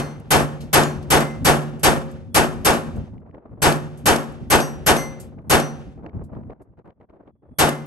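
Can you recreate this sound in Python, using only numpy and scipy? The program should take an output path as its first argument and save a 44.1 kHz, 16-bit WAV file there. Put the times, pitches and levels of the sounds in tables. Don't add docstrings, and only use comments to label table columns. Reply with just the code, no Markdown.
import sys
import numpy as np
from scipy import signal
from scipy.fft import rfft, irfft, next_fast_len
from scipy.io import wavfile
from scipy.ndimage import uniform_filter1d

SR = 44100
rng = np.random.default_rng(int(sys.argv[2]) if len(sys.argv) > 2 else 0)


def to_wav(s):
    ch = np.atleast_2d(s).T
    pcm = np.round(np.clip(ch, -1, 1) * 32767)
    wavfile.write(sys.argv[1], SR, pcm.astype(np.int16))


def gain_from_db(level_db):
    decades = np.asarray(level_db, float) / 20
    return 10 ** decades


N = 346626
TIME = np.arange(next_fast_len(N, True)) / SR


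def hz_of(count):
    return np.fft.rfftfreq(count, 1 / SR) + 0.00072


def colour(x, points):
    hz, db = np.transpose(points)
    gain = gain_from_db(np.interp(np.log(hz_of(x.shape[-1])), np.log(hz), db))
    return irfft(rfft(x) * gain, x.shape[-1])


def unit(x):
    return x / np.sqrt(np.mean(x ** 2))


def noise(count):
    return rng.standard_normal((2, count))


def add(out, s, sound):
    i = int(round(s * SR))
    out[:, max(i, 0):i + sound.shape[1]] += sound[:, max(-i, 0):out.shape[1] - i]


def burst(hz, t60, rise, octaves):
    t = np.arange(2 ** 13) / SR
    band = [(hz / 2 ** octaves, -30), (hz, 0), (hz * 2 ** octaves, -30), (hz * 4 ** octaves, -70)]
    return unit(colour(noise(len(t)), band)) * (1 - np.exp(-t / rise)) * gain_from_db(-60 * t / t60)


def walk(rate):
    k = int(SR / rate)
    steps = np.repeat(rng.standard_normal(len(TIME) // k + 1), k)
    return uniform_filter1d(uniform_filter1d(steps, k // 2), k // 2)[:len(TIME)]


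def modes(table, t, rise):
    hz, db, t60 = np.transpose(table)[:, :, None]
    return (1 - np.exp(-t / rise)) * gain_from_db(db - 60 * t / t60) * np.exp(2j * np.pi * hz * t)


def strike(rotations, gains):
    turns = rng.random(len(gains)) + .04 * rng.standard_normal((2, len(gains)))
    return ((gains * np.exp(2j * np.pi * turns)) @ rotations).imag


# [t/s, level/dB]
WIND_SWELL = [(0, -41.5), (1.0, -37.5), (1.6, -38), (2.3, -43), (2.98, -34.5), (3.09, -40.5), (3.45, -44.5),
              (4.0, -44), (4.8, -41), (5.3, -43), (5.9, -45), (6.2, -40.5), (6.5, -41), (6.65, -55.5),
              (7.25, -68), (7.37, -66), (7.5, -57.5)]
# [f/Hz, level/dB]
RUMBLE_COLOUR = [(20, -29), (45, -5), (80, 0.5), (150, -3), (260, -6), (900, -72.5)]
# [f/Hz, level/dB]
RUSTLE_COLOUR = [(150, -19), (300, 2), (600, -2), (1200, -15), (2400, -34.5), (5000, -60.5),
                 (12000, -100.5)]
# [t/s, level/dB, length/s]
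GUST_TIMES = [(3.03, -42, 0.026), (3.258, -42, .04), (3.341, -28.5, 0.017), (3.366, -40, .02),
              (3.452, -36.5, 0.015), (3.501, -49, 0.18), (5.37, -47, 0.077), (5.976, -40.5, 0.031),
              (6.032, -37.5, .065), (6.13, -40.5, .09), (6.329, -43, 0.097), (6.496, -30.5, 0.025),
              (6.519, -36, .015), (6.593, -37.5, .03), (6.77, -45.5, .05), (6.843, -40, 0.085),
              (6.999, -41.5, 0.051), (7.088, -45.5, 0.21), (7.268, -43, .04), (7.42, -51, .12)]
# [f/Hz, level/dB]
SNAP_COLOUR = [(200, -18.5), (600, -0.5), (1500, -6), (3000, -24), (6000, -42)]
GUST_ATTACK_S, GUST_RELEASE_S, GUST_SAG_DB = 0.0034, 0.009, -5.5
FLUTTER_DB = 4
SNAPS_PER_S, SNAP_SPREAD_DB = 420, 2
SNAP_DB = -25.5


def gust_level():
    s, db, length = np.transpose(GUST_TIMES)[:, :, None]
    t = TIME - s
    attack = np.clip(t / GUST_ATTACK_S, 0, 1)
    release = np.clip(1 - (t - length) / GUST_RELEASE_S, 0, 1) ** 2
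    sagging = gain_from_db(db + GUST_SAG_DB * np.clip(t / length, 0, 1))
    return np.sum(attack * release * sagging, axis=0) * gain_from_db(FLUTTER_DB * walk(70))


def wind_snaps(gusts):
    clicks = rng.random(len(TIME)) < SNAPS_PER_S / SR
    sizes = gain_from_db(SNAP_SPREAD_DB * rng.exponential(size=len(TIME)))
    snaps = unit(colour(gusts * clicks * sizes * noise(len(TIME)), SNAP_COLOUR))
    return gain_from_db(SNAP_DB) * snaps * np.sqrt(np.mean(gusts ** 2))


def wind():
    swell = gain_from_db(np.interp(TIME, *np.transpose(WIND_SWELL)))
    gusts = gust_level()
    rumble = unit(colour(noise(len(TIME)), RUMBLE_COLOUR))
    rumble = (swell * gain_from_db(5.5 * walk(22)) + gain_from_db(-13.5) * gusts) * rumble
    rustle = unit(colour(noise(len(TIME)), RUSTLE_COLOUR))
    rustle_level = gain_from_db(-12.5 + 4.1 * walk(40)) * swell + gain_from_db(-10.0) * gusts
    return wind_snaps(gusts) + rumble + rustle_level * gain_from_db(4.0 * walk(160)) * rustle


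# [t/s, level/dB]
GEAR_TICKS = [(3.1801, -48), (3.311, -54), (3.347, -47), (4.387, -45), (5.3884, -46), (6.0631, -34.5),
              (6.094, -44), (6.351, -47), (6.434, -55), (6.505, -46), (6.789, -51), (6.905, -48),
              (7.012, -52.5), (7.097, -50), (7.276, -53)]


def gear():
    out = np.zeros((2, len(TIME)))
    for s, db in GEAR_TICKS:
        add(out, s, gain_from_db(db) * burst(1880, 0.011, 0.00047, 1.45))
    return out


# [t/s, level/dB, centre f/Hz, t60/s]
CASE_LANDINGS = [(0.198, -49.5, 9000, 0.03), (0.605, -43.5, 3900, 0.18), (1.026, -48, 4000, 0.072),
                 (1.794, -47, 8920, 0.097), (2.112, -49.5, 8000, 0.063), (2.958, -57, 7930, 0.11),
                 (3.973, -51, 8940, 0.16), (4.322, -52.5, 9120, .04), (5.198, -41, 8500, 0.17),
                 (6.237, -57.5, 8980, 0.089), (6.618, -64, 9970, 0.069)]


def cases():
    out = np.zeros((2, len(TIME)))
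    for s, db, hz, t60 in CASE_LANDINGS:
        add(out, s, gain_from_db(db) * burst(hz, t60, 0.0017, 4.1))
    return out


# [f/Hz, level/dB, t60/s]
PLATE_FAMILIES = [
    [(2067, 0, 1), (7990, -12, 0.4)],
    [(6008, 0, 0.7), (10030, -8, .5)],
    [(2790, -7, 0.3), (4745, -4, 0.25), (5808, 0, 0.55)],
    [(5620, -9, 0.45), (6475, 0, 0.22), (7800, -9, 0.45), (8710, -6, .3), (11370, -5, 0.3)],
    [(6912, 0, 0.22), (8850, -11, .17)],
    [(4274, 0, 0.55), (5100, -7, .4)],
]
# [t/s, then level/dB of each of the six families]
PLATE_HITS = [(-.003, -48, -46.5, -64, -62.5, -58, -46.5), (.833, -67.5, -49, -52, -63, -33.5, -45.5),
              (1.205, -37, -62, -46, -64.5, -67.5, -66.5), (3.723, -60.5, -65, -62.5, -66.5, -65, -59.5),
              (4.16, -66, -74, -70, -46.5, -65, -65), (4.602, -67.5, -53.5, -35, -34.5, -59.5, -64),
              (4.965, -35, -33.5, -40.5, -34, -51.5, -43.5), (5.599, -53, -41, -41, -60, -69, -48),
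              (7.689, -43, -57, -64, -68, -83, -68)]
SWUNG_DB = -27
SWING_HZ, SWING_DB = 6, 1.5


def plate():
    t, out = np.arange(SR) / SR, np.zeros((2, len(TIME)))
    swing_away = np.exp(-(t / 0.19) ** 3) + gain_from_db(SWUNG_DB)
    rotations = modes(sum(PLATE_FAMILIES, []), t, rise=0.008) * swing_away
    sizes = [len(family) for family in PLATE_FAMILIES]
    for s, *family_db in PLATE_HITS:
        cycles = SWING_HZ * t + rng.random((len(rotations), 1))
        sway = gain_from_db(SWING_DB * np.cos(2 * np.pi * cycles))
        add(out, s, strike(rotations * sway, gain_from_db(np.repeat(family_db, sizes))))
        add(out, s, gain_from_db(-17.5) * burst(2500, 0.025, 0.0012, 8.6))
    return out


# [t/s after the shot, level/dB, f/Hz]
BLAST_SLAPS = [(0.034, -18, 711), (.056, -4.5, 400), (0.057, -9, 100), (.098, -16, 927),
               (0.147, -31, 388.6), (.19, -37, 500)]


def slaps(count):
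    out = np.zeros((2, count))
    for s, db, hz in BLAST_SLAPS:
        add(out, s, gain_from_db(db) * burst(hz, 0.025, 0.00081, 5.4))
    return out


# [f/Hz, level/dB, t60/s]
SHELTER_MODES = [(147.7, -6.5, 0.98), (160.4, -13, 0.8), (169, -16, 0.6), (225, -16, 1), (234.5, -18, 0.95),
                 (365.7, -19.5, 0.99), (459, -24, 0.99), (536, -16.5, 0.83), (760, -20, 0.7),
                 (1085, -21.5, 0.57)]
SHELTER_SCATTER_DB = 1.5


def shelter_ring(boards):
    gains = gain_from_db(SHELTER_SCATTER_DB * rng.standard_normal(len(boards)))
    turns = rng.random((2, len(boards))) * [[0], [1]]
    return ((gains * np.exp(2j * np.pi * turns)) @ boards).imag


# [f/Hz, level/dB, near t60/s, far tail level/dB over the near part]
BLAST_RETURN = [(49, -31.5, .4, -26.5), (112, -15.5, 0.072, -28.5), (193, -15, 0.44, -20.5),
                (496, -9.5, 0.25, -17), (920, -8.5, 0.36, -27.5), (1956, -10, 0.25, -25.5),
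                (3960, -13.5, 0.23, -28), (7070, -12.5, 0.27, -35), (11500, -12.5, .26, -48),
                (15270, -6, 0.035, -70.5)]
BUILD_S, BUILD_CORNER_HZ, HOLD_S, HOLD_CORNER_HZ = 0.017, 2410, 0.065, 3850
FAR_T60_S, FAR_ENDS_S = 1.29, 0.46


def return_bands(f, t):
    hz, db, t60, far_db = np.transpose(BLAST_RETURN)[:, :, None, None]
    build = BUILD_S / (1 + hz / BUILD_CORNER_HZ)
    hold = HOLD_S / (1 + hz / HOLD_CORNER_HZ)
    log_hz = np.log(hz.ravel())
    bands = np.sqrt([[np.interp(np.log(f), log_hz, one, right=0)] for one in np.eye(len(BLAST_RETURN))])
    bands = bands / np.sqrt(np.mean(bands ** 2, axis=-1, keepdims=True))
    near = gain_from_db(-60 * np.maximum(t - hold, 0) / t60)
    far = gain_from_db(far_db - 60 * t / FAR_T60_S) / (1 + (t / FAR_ENDS_S) ** 16)
    return bands, gain_from_db(db) * (1 - np.exp(-t / build)) * (near + far)


# [t/s, level/dB]
RIFLE_SHOTS = [(-.105, -14.5), (0.305, -11), (0.729, -10), (1.102, -10.5), (1.446, -10.5), (1.831, -11),
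               (2.344, -11), (2.647, -10.5), (3.618, -11), (4.056, -11), (4.500, -11), (4.862, -11),
               (5.496, -11), (7.585, -12)]
LUMPS_DB = 1


def rifle():
    t, out = np.arange(24576) / SR, np.zeros((2, len(TIME)))
    f = hz_of(len(t))
    same = 1 / np.sqrt(1 + (f / 1800) ** 2)
    place = same * rfft(noise(len(t)))
    boards = modes(SHELTER_MODES, t, rise=0.031)
    alike = slaps(len(t))
    bands, shape = return_bands(f, t)
    for s, shot_db in RIFLE_SHOTS:
        arrivals = place + np.sqrt(1 - same ** 2) * rfft(noise(len(t)))
        echoes = np.sum(shape * irfft(bands * arrivals, len(t)), axis=0)
        echoes = echoes * gain_from_db(LUMPS_DB * walk(45.6)[:len(t)])
        add(out, s, gain_from_db(shot_db) * (alike + shelter_ring(boards) + echoes))
    return out


# [f/Hz, likeness 0-1, right's phase lead/rad, right minus left level/dB]
PORT_PAIR = [(50, 0.9, 0, -1.5), (146, 0.8, -1.5, -0.5), (308, 0.87, 0.5, 0), (1600, 0, -0.82, -1),
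             (3370, 1, 2.05, -3), (5300, 0.3, -0.63, -4.5), (8300, 0.7, 0.63, -2), (8930, 1, 1, 0),
             (12040, 0.9, 6, -0.5), (14960, 0.91, 13, -2.5)]


def ports(pair):
    f = hz_of(pair.shape[1])
    hz, *columns = np.transpose(PORT_PAIR)
    like, lead, db = (np.interp(f, hz, column) for column in columns)
    like = np.clip(like, 0, 1)
    a, b = rfft(pair)
    right = gain_from_db(db) * (like * np.exp(1j * lead) * a + np.sqrt(1 - like ** 2) * b)
    return irfft(np.array([a, right]), pair.shape[1])


def scene():
    return ports(wind() + gear() + cases() + plate() + rifle())[:, :N]


def top_cut(x):
    return signal.sosfilt(signal.butter(12, 16950, fs=SR, output="sos"), x)


# [f/Hz, level/dB]
MIC_TOP = [(9000, 0), (10800, 3), (11600, 5), (12400, -8.5), (13200, -30.5), (15900, -22.5), (16500, -70.5)]


def record(dry):
    rounded = np.tanh(0.98 * dry) / 0.88
    return top_cut(colour(rounded, MIC_TOP))


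dry = scene()
out = record(dry)
to_wav(out)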